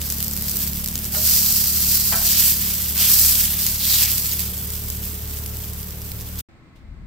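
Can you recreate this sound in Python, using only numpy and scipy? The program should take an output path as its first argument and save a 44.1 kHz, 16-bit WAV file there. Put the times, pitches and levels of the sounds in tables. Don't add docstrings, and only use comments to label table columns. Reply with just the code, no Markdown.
import sys
import numpy as np
from scipy import signal
from scipy.fft import rfft, irfft, next_fast_len
from scipy.io import wavfile
from scipy.ndimage import uniform_filter1d

SR = 44100
rng = np.random.default_rng(int(sys.argv[2]) if len(sys.argv) > 2 else 0)


def pcm_store(signal):
    levels = np.round(np.clip(np.atleast_2d(signal), -1, 1) * 32767)
    wavfile.write(sys.argv[1], SR, levels.astype(np.int16).T)


N = 311598
TIME = np.arange(N) / SR
ON_EDGE_S, LIFTED_S = 1.06, 4.45
STOP_S, QUIET_S = 6.409, 6.487

# (frequency [Hz], level [dB])
SIZZLE_COLOUR = [(300, -38), (800, -21.5), (1500, -17), (2300, -13), (3100, -9), (3800, -9.5), (4700, -5),
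                 (6700, -7), (7400, -5), (8600, -5), (9900, -9.5), (11000, -5), (12500, 0.5), (13700, 0),
                 (14600, 2.5), (15600, -2)]


def gain_of(db):
    return 10 ** (np.asarray(db) / 20)


def evened(x):
    return x / np.sqrt(np.mean(np.atleast_2d(x)[0] ** 2) + 1e-20)


def curve(rows):
    times, *columns = np.transpose(rows)
    return [np.interp(TIME, times, column) for column in columns]


def colour(x, points):
    size = next_fast_len(x.shape[-1])
    hz, db = np.transpose(points)
    bin_db = np.interp(np.log(np.fft.rfftfreq(size, 1 / SR) + 1), np.log(hz), db)
    return irfft(rfft(x, size) * gain_of(bin_db), size)[..., :x.shape[-1]]


def drift(rate):
    t = TIME[::64]
    swings = sum(np.sin(2 * np.pi * (hz * t + rng.random())) for hz in np.geomspace(rate / 10, rate, 20))
    return np.interp(TIME, t, evened(swings))


def add(mix, start_s, sound):
    part = mix[:, max(round(start_s * SR), 0):][:, :sound.shape[1]]
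    part += sound[:, :part.shape[1]]


def spread(pair, side_db):
    side = gain_of(side_db) * pair[1]
    return np.array([pair[0] + side, pair[0] - side])


def noise(points, size=N):
    return evened(colour(rng.standard_normal((2, size)), points))


def resonate(x, hz, width_hz):
    turn = np.exp(2j * np.pi * np.cumsum(hz) / SR)
    feedback = np.exp(-np.pi * width_hz / SR)
    return 2 * (turn * signal.lfilter([1 - feedback], [1, -feedback], x / turn)).real


def outdoors(points, db):
    mid, side = noise(points)
    side = colour(side, [(40, -9), (120, -7.5), (300, -9.5), (700, -3.5), (3000, 2.0)])
    return gain_of(db) * spread([mid, side], 0)


def rumble(fade_db_per_s=0.26):
    # (frequency [Hz], level [dB])
    rumble_colour = [(15, -16.5), (36, 6), (52, 2), (90, 3), (140, 2), (200, -1.5), (235, -7.5),
                     (265, -4.5), (320, -9), (520, -12.5), (700, -16), (1000, -17.5), (2000, -20.5),
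                     (5000, -26.5)]
    return outdoors(rumble_colour, db=-38.5) * gain_of(-fade_db_per_s * TIME)


def wind(from_s=6.69, full_s=6.9, buffet_db=0.8):
    # (frequency [Hz], level [dB])
    wind_colour = [(15, -14), (35, 5), (80, 2.5), (130, -8), (250, -13.5), (600, -68)]
    gust_db = np.interp(TIME, [from_s, full_s], [-59, -38.5]) + buffet_db * drift(25)
    return spread(noise(wind_colour), side_db=-12) * gain_of(gust_db) * gain_of([[2.5], [-3]])


def rustle(start_s=6.752, rise_s=.01, db=-58, fall_db_per_s=250):
    since = np.maximum(TIME - start_s, 0)
    loudness = np.minimum(since / rise_s, 1) * gain_of(db - fall_db_per_s * since)
    return spread(noise([(1000, -12), (3200, 7), (8000, -8), (15000, -10)]), side_db=-3) * loudness


def quiet_air():
    # (frequency [Hz], level [dB])
    air_colour = [(20, -15), (90, 2), (160, -4.5), (280, -7), (420, -17.5), (700, -19.5), (1300, -23.5),
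                  (2200, -23.5), (3000, -34), (4200, -34), (6000, -44), (8500, -42), (9500, -60),
                  (15000, -52)]
    # (pitch [Hz], level [dB])
    air_tones = [(335, -65.5), (1090, -72), (1300, -73), (2070, -71.5)]
    tones = sum(gain_of(db) * noise([(hz * 0.896, -60), (hz, 0), (hz * 1.085, -60)])[0]
                for hz, db in air_tones)
    return tones + wind() + rustle() + outdoors(air_colour, db=-50)


def motor(wobble=.002, waver_db=1.16, midway_s=2.24):
    # (time [s], speed [turns per second])
    motor_speed = [(0, 35.9), (1.1, 36.05), (3.1, 36.15), (4.1, 36.0), (4.5, 36.3), (5.3, 36.4),
                   (6.4, 36.6)]
    # (time [s], pitch [Hz], level [dB])
    whine_path = [(0, 410, -62), (1.8, 421.4, -60), (3.6, 409, -65.5), (4.15, 416, -62), (4.5, 423, -53.5),
                  (5.5, 424.2, -53), (6.4, 425, -58.5)]
    # (swings per turn, first level [dB], midway level [dB], last level [dB])
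    hum_tones = [(1, -45.5, -46, -45), (2, -35.5, -36, -35), (3, -46, -43.5, -40),
                 (4, -45.5, -49.5, -56), (5, -43, -42, -46.5), (6, -42, -43, -59)]
    speed, = curve(motor_speed)
    turns = np.cumsum(speed * (1 + wobble * drift(5))) / SR
    hum = np.zeros(N, complex)
    for multiple, *levels_db in hum_tones:
        db = np.interp(TIME, [0, midway_s, QUIET_S], levels_db) + waver_db * drift(4)
        hum -= gain_of(db) * np.exp(2j * np.pi * (multiple * turns + 0.069 * drift(3)))
    whine_hz, whine_db = curve(whine_path)
    whine_gain = gain_of(whine_db + drift(7.4))
    whine = whine_gain * np.sin(2 * np.pi * np.cumsum(whine_hz * (1 + wobble * drift(6))) / SR)
    return np.sqrt(2) * spread([hum.real + whine, hum.imag], side_db=-21)


def knocks(clack_db=-4, clatter_db=-16, clatter_s=0.078, detune=.004):
    # (time [s], level [dB],
    # rattle length [s], brightness [dB per octave], ring pitch [factor], ring level [dB])
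    hits = [(1.134, -42, .008, -7, 0.72, -13), (1.147, -32, .005, 4.5, .91, -13),
            (1.166, -42, .005, -16, .91, -7), (2.123, -23.5, .005, 3.5, 0.98, -17),
            (2.129, -21.5, .006, 4.5, 0.99, -18), (2.142, -23.5, .006, 0.5, 1, -16.5),
            (2.176, -36, .003, 0, 0.98, -10), (2.214, -37.5, .004, 1.5, 1, -9.5),
            (2.957, -38, .002, 7.5, 0.99, -14), (3.0, -46.5, .03, -13.5, 0.88, -14)]
    # (pitch [Hz], level [dB], time to fade by 60 dB [s])
    plate_tones = [(451.6, -8, 0.29), (679, 2.5, .34), (826, 1, .2), (1010, -5.5, .2), (1094, -1, .24),
                   (1346, -0.5, .24), (1530, 1.5, .12), (1572, 0.5, 0.25), (1744, -1.5, .1),
                   (1980, 1.5, .078), (2400, -0.5, .09), (3200, -4, .11)]
    # (frequency [Hz], level [dB])
    clack_colour = [(300, -31), (560, -16.5), (670, 3), (830, 4), (980, -6.5), (1120, -3), (1300, -7),
                    (1530, 2), (1760, -1), (1980, -4), (2150, -19.5), (3200, -17), (6000, -49.5)]
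    # (frequency [Hz], level [dB])
    clatter_colour = [(200, -16), (330, -5.5), (450, -3), (540, -8.5), (660, 5.5), (830, -0.5), (1000, -2),
                      (1250, -3), (1580, -2.5), (2100, -12), (3200, -17.5), (6000, -40)]
    out, t = np.zeros((2, N)), np.arange(SR // 2) / SR
    for start_s, db, rattle_s, bright_db, pitch, ring_db in hits:
        clack = noise(clack_colour, len(t)) * gain_of(clack_db) * np.exp(-t / rattle_s)
        clatter = noise(clatter_colour, len(t)) * gain_of(clatter_db) * np.exp(-t / clatter_s)
        knock = clack + clatter
        for hz, tone_db, fade_s in plate_tones:
            ring_hz = hz * pitch * (1 + detune * rng.uniform(-1, 1))
            ring = np.sin(2 * np.pi * (ring_hz * t + rng.random((2, 1))))
            knock += gain_of(ring_db + tone_db - 60 * t / fade_s) * ring
        add(out, start_s, gain_of(db) * colour(knock, [(500, -bright_db), (4000, 2 * bright_db)]))
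    return spread(out, side_db=-8)


def hood(x):
    # (delay [s], level [dB])
    echoes = [(.0023, -25.5), (.0059, -15.5), (0.0099, -17)]
    thrown_back = sum(gain_of(db) * np.pad(x, ((0, 0), (round(delay_s * SR), 0)))[:, :N]
                      for delay_s, db in echoes)
    return (x + thrown_back) / np.sqrt(1 + sum(gain_of(db) ** 2 for _, db in echoes))


def rasps(pops_per_s=2200, scatter_db=4, side_db=-2):
    # (start [s], length [s], first pitch [Hz], last pitch [Hz], level [dB])
    escapes = [(2.26, 0.19, 3500, 2920, -33.5), (3.0, .09, 3100, 2600, -32.5),
               (3.794, .09, 3900, 3700, -31.5), (3.881, .13, 4200, 3600, -28.5),
               (3.981, 0.13, 3100, 2400, -34.5)]
    out = np.zeros((2, N))
    for start_s, length_s, from_hz, to_hz, db in escapes:
        size = round(length_s * SR)
        progress = np.linspace(0, 1, size)
        pops = rng.standard_normal((2, size))
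        pops *= gain_of(scatter_db * np.minimum(rng.exponential(1, size), 3))
        pops *= rng.random(size) < pops_per_s / SR
        hz = from_hz * (to_hz / from_hz) ** progress
        for _ in range(3):
            pops = resonate(pops, hz, width_hz=2400)
        swell = np.sqrt(4 * progress * (1 - progress))
        add(out, start_s, gain_of([[db], [db + side_db]]) * evened(pops) * swell)
    return out


def burst(decay_s, tone=0.83, splash_db=-25, splash_s=0.0085, swell_s=0.00017, hold_s=0, size=1024):
    t = np.arange(size) / SR - 3 * swell_s
    after = np.maximum(t - hold_s, 0)
    swell = np.exp(np.minimum(t, 0) / swell_s)
    fade = np.exp(-after / decay_s) + gain_of(splash_db) * np.exp(-after / splash_s)
    snap = rng.standard_normal((2, size)) * swell * fade
    pitch_filter = signal.iirpeak(rng.uniform(1500, 15500), Q=3, fs=SR)
    snap = snap + tone * signal.lfilter(*pitch_filter, snap)
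    return snap / np.linalg.norm(snap, axis=1, keepdims=True)


def spatter(boil_db, start_s, end_s, over_db, decay_s, count, scatter_db=3, bass_spread_db=5):
    moment, size, length, bass = rng.random((count, 4)).T
    times = start_s + (end_s - start_s) * (np.arange(count) + moment) / count
    db = np.interp(times, TIME, boil_db) + over_db + scatter_db * (2 * size - 1)
    return list(zip(times, db, decay_s * 2 ** (length - .5), bass_spread_db * (2 * bass - 1)))


def spits(boil_db, level_db=-2.2, side_db=-0.5, small_drop_s=0.00041):
    # (time [s], relative peak level [dB], decay [s], bass boost [dB])
    loud_spits = [(.0161, -18.5, .002, 5), (.1018, -12.5, .0006, -1), (.1236, -12.5, .0006, -4),
                  (.1844, -17, .0005, -7), (.2046, -16.5, .0006, 6), (.2277, -13.5, .0006, -3),
                  (.2467, -17, .0006, -4), (.2817, -14.5, .0006, -2), (.3124, -18, .0005, -1),
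                  (.3354, -16, .0005, -4), (.3661, -15.5, .0007, -4), (.3754, -17.5, .0005, -4),
                  (.4108, -18.5, .0006, -1), (.4233, -15.5, .0005, -5), (.483, -18.5, .0005, 2),
                  (.4961, -13, .0005, -2), (.5128, -17, .0005, -4), (.5158, -17, .0005, 4),
                  (.5588, -17, .0004, -5), (.5701, -14, .0005, -6), (.6672, -18.5, .0005, 2),
                  (.6757, -17, .0009, 5), (.7333, -18, .0005, 1), (.8422, -20.5, .0005, 4),
                  (.8445, -18.5, .0016, 2), (.8606, -17, .0015, 3), (.8763, -16, .0009, -1),
                  (.886, -16, .0012, -2), (.956, -14.5, .0012, 2), (.9784, -19, .0007, 1),
                  (.9902, -20, .0005, -3), (1.0443, -17.5, .0006, -1), (1.0537, -18.5, .0005, 2),
                  (1.3112, -8.5, .0004, -1), (1.3635, -11, .0003, 3), (1.5244, -10.5, .0004, -3),
                  (1.6423, -10, .0004, -4), (2.1582, -12, .0005, -4), (2.317, -12.5, .0007, 1),
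                  (2.8204, -17, .0005, 0), (2.9247, -18, .0005, -3), (2.9791, -14.5, .0005, 1),
                  (3.2135, -9.5, .0003, 2), (3.249, -9.5, .0003, 2), (3.2615, -9, .0004, 0),
                  (3.6663, -6.5, .0004, 2), (3.8527, -14, .0004, 3), (3.9435, -12, .0004, 4),
                  (3.987, -12, .0004, 2), (4.0364, -10.5, .0007, 4), (4.058, -15, .0005, 7),
                  (4.1179, -12, .0005, -1), (4.126, -14, .0005, 0), (4.1812, -13.5, .002, 2),
                  (4.2585, -16.5, .0012, 4), (4.316, -16, .0008, 1), (4.394, -17, .002, 3),
                  (4.4051, -13, .0006, 1), (4.5797, -23, .0006, -2), (4.7042, -20.5, .0006, 4),
                  (4.9018, -16, .0005, -5), (5.4612, -21.5, .0008, 2), (5.5701, -24, .001, 0),
                  (5.7341, -23, .0004, -8), (5.8303, -26, .0006, 2), (5.9082, -26.5, .0006, -1),
                  (6.0181, -27, .0005, -2), (6.1181, -23, .0006, 5), (6.2103, -26.5, .0006, 3),
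                  (6.3885, -24, .0006, 1), (6.3931, -24.5, .0015, 3)]
    # (frequency [Hz], level [dB], bass boost [factor])
    spit_colour = [(700, -8, .6), (1800, -1, 1.1), (4000, 1, 1.0), (7500, 2.5, .4), (12000, 0, 0)]
    out = np.zeros((2, N))
    from_edge = spatter(boil_db, 0, ON_EDGE_S, over_db=5, decay_s=.00022, count=32)
    from_plate = spatter(boil_db, ON_EDGE_S, LIFTED_S, over_db=4.5, decay_s=.00012, count=34)
    from_film = spatter(boil_db, LIFTED_S, STOP_S, over_db=4, decay_s=.00022, count=30)
    for time_s, db, decay_s, bass_db in loud_spits + from_edge + from_plate + from_film:
        swell_s = .00012 * min(decay_s / small_drop_s, 2)
        pop = colour(burst(decay_s, tone=0, swell_s=swell_s, hold_s=.00025), SIZZLE_COLOUR)
        pop = colour(pop, [(hz, tilt_db + share * bass_db) for hz, tilt_db, share in spit_colour])
        loudest_millisecond = np.sqrt(uniform_filter1d(pop ** 2, size=44).max(axis=1, keepdims=True))
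        pop *= gain_of(db + level_db) * gain_of([[0], [side_db]]) / loudest_millisecond
        add(out, time_s - 3 * swell_s - small_drop_s / 2, pop)
    return out


def boiling(film_db=-32.5, dry_from_s=4.78, dry_db_per_s=5):
    # (start [s],
    # rise [s], hold [s], level [dB], boiling off [dB per s], large bubbles [dB], medium bubbles [dB])
    surges = [(0, 0.0085, .5, -35.5, 56, -7, 4.5), (0.47, .02, .02, -32, 120.5, -7, 4),
              (0.547, 0.042, .03, -27, 61.5, 1.5, -0.5), (1.111, 0.036, 1.115, -22, 38.5, -2, 2),
              (1.205, 0.085, 0.064, -20, 20, -3, 3.5), (1.843, 0.044, .06, -25.5, 27, -5.5, 4.5),
              (2.19, 0.12, 0.076, -21, 68.5, 1.5, 5.5), (2.332, .11, .05, -16.5, 131, 0.5, -2.5),
              (2.575, 0.043, 0.071, -24, 18.5, 4, 0), (2.952, 0.053, .07, -18, 170, 6, 2.5),
              (3.021, 0.12, .15, -15, 57.5, -4.5, 1), (3.276, 0.055, .06, -23, 26, 6.5, -1.5),
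              (3.562, 0.066, 0.044, -24.5, 65.5, -3, 4), (3.749, .16, 0.11, -18.5, 68, 2, 3),
              (4.094, 0.017, .01, -24.5, 119.5, 3, -7), (4.164, 0.009, 0.015, -24.5, 71, -2, 1),
              (4.236, 0.02, 0.02, -27.5, 73, 3, -2), (4.307, 0.008, 0.015, -31, 88, 3, 2),
              (4.38, 0.01, 0.018, -29, 110, 6, 1.5), (6.385, 0.004, 0.012, -36.5, 120, 9, 1)]
    drying_db = dry_db_per_s * np.maximum(TIME - dry_from_s, 0)
    powers = [gain_of(film_db - drying_db + drift(14)) ** 2]
    bubble_mix_db = [(2.8, -0.9)]
    for start_s, rise_s, hold_s, db, fall_db_per_s, large_db, medium_db in surges:
        rise = np.clip((TIME - start_s) / rise_s, 0, 1)
        fall_db = fall_db_per_s * np.maximum(TIME - start_s - rise_s - hold_s, 0)
        powers.append((rise * gain_of(db - fall_db)) ** 2)
        bubble_mix_db.append((large_db, medium_db))
    total = sum(powers)
    large, medium = gain_of(bubble_mix_db).T ** 2 @ np.array(powers) / total
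    return 10 * np.log10([total, large, medium])


def sizzle(boil_db, large_db, medium_db, pops_per_s=2200, crowding=.7, steam_db=-2, kinds=48):
    vigour_db = boil_db - boil_db.mean()
    rate = pops_per_s * gain_of(crowding * vigour_db)
    scatter_db = np.where(TIME < ON_EDGE_S, 2, 2.5)
    sizes = gain_of(scatter_db * np.minimum(rng.exponential(1, N), 4))
    sizes /= np.sqrt(uniform_filter1d(sizes ** 2, size=4096))
    sizes *= rng.random(N) < rate / SR
    kind = rng.integers(0, kinds, N)
    pops = np.zeros((2, N))
    for k in range(kinds):
        bubble = burst(decay_s=0.0005 * rng.uniform(0.64, 1.93))
        pops += signal.oaconvolve((sizes * (kind == k))[None], bubble, axes=1)[:, :N]
    steam = gain_of(steam_db) * rng.standard_normal((2, N))
    cloud = evened(colour(evened(pops / np.sqrt(rate)) + steam, SIZZLE_COLOUR))
    large = colour(cloud, [(1000, -9.5), (2800, -3), (3600, -1), (4400, -30)])
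    medium = colour(cloud, [(3400, -31.5), (4000, 0), (4400, 0), (5400, -1.5), (6800, -6), (9000, -29.5)])
    fine = colour(cloud, [(9000, -33), (11500, -1.5)])
    for band, boost_db in (large, large_db), (medium, medium_db), (fine, -0.073 * vigour_db):
        cloud += (gain_of(boost_db) - 1) * band
    flutter_db = 0.92 * drift(60) + 0.5 * drift(16)
    return cloud * gain_of(boil_db + flutter_db)


def frying():
    # (frequency [Hz], side level [dB])
    width = [(400, -13), (1100, -7), (2600, -19.5), (3800, -3.5), (4800, -2), (6000, -2.5), (7500, 0.5),
             (10000, -0.5), (13000, 1.5), (15500, -1.5)]
    # (frequency [Hz], left minus right [dB])
    lean = [(3500, 0), (4700, -2), (6200, 3), (8200, -0.5), (9200, 2), (10500, 4), (11800, -6),
            (12500, -4.5), (13200, 4), (14700, -5.5)]
    boil_db, large_db, medium_db = boiling()
    mid, side = hood(sizzle(boil_db, large_db, medium_db) + spits(boil_db) + rasps())
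    left, right = spread([mid, colour(side, width)], 0)
    return np.array([colour(left, [(hz, db / 2) for hz, db in lean]),
                     colour(right, [(hz, -db / 2) for hz, db in lean])])


def scene(griddle_db=1, stop_decay_s=.0016, quiet_rise_s=.00073):
    griddle = frying() + knocks() + motor() + rumble()
    fade_out = np.exp(-np.maximum(TIME - STOP_S, 0) / stop_decay_s)
    fade_in = np.clip((TIME - QUIET_S) / quiet_rise_s, 0, 1)
    return gain_of(griddle_db) * griddle * fade_out + quiet_air() * fade_in


def record(dry):
    low_pass = signal.firwin(401, cutoff=15750, window=("kaiser", 8), fs=SR)
    return signal.oaconvolve(np.clip(dry, -1, 1), low_pass[None], "same")


dry = scene()
out = record(dry)
pcm_store(out)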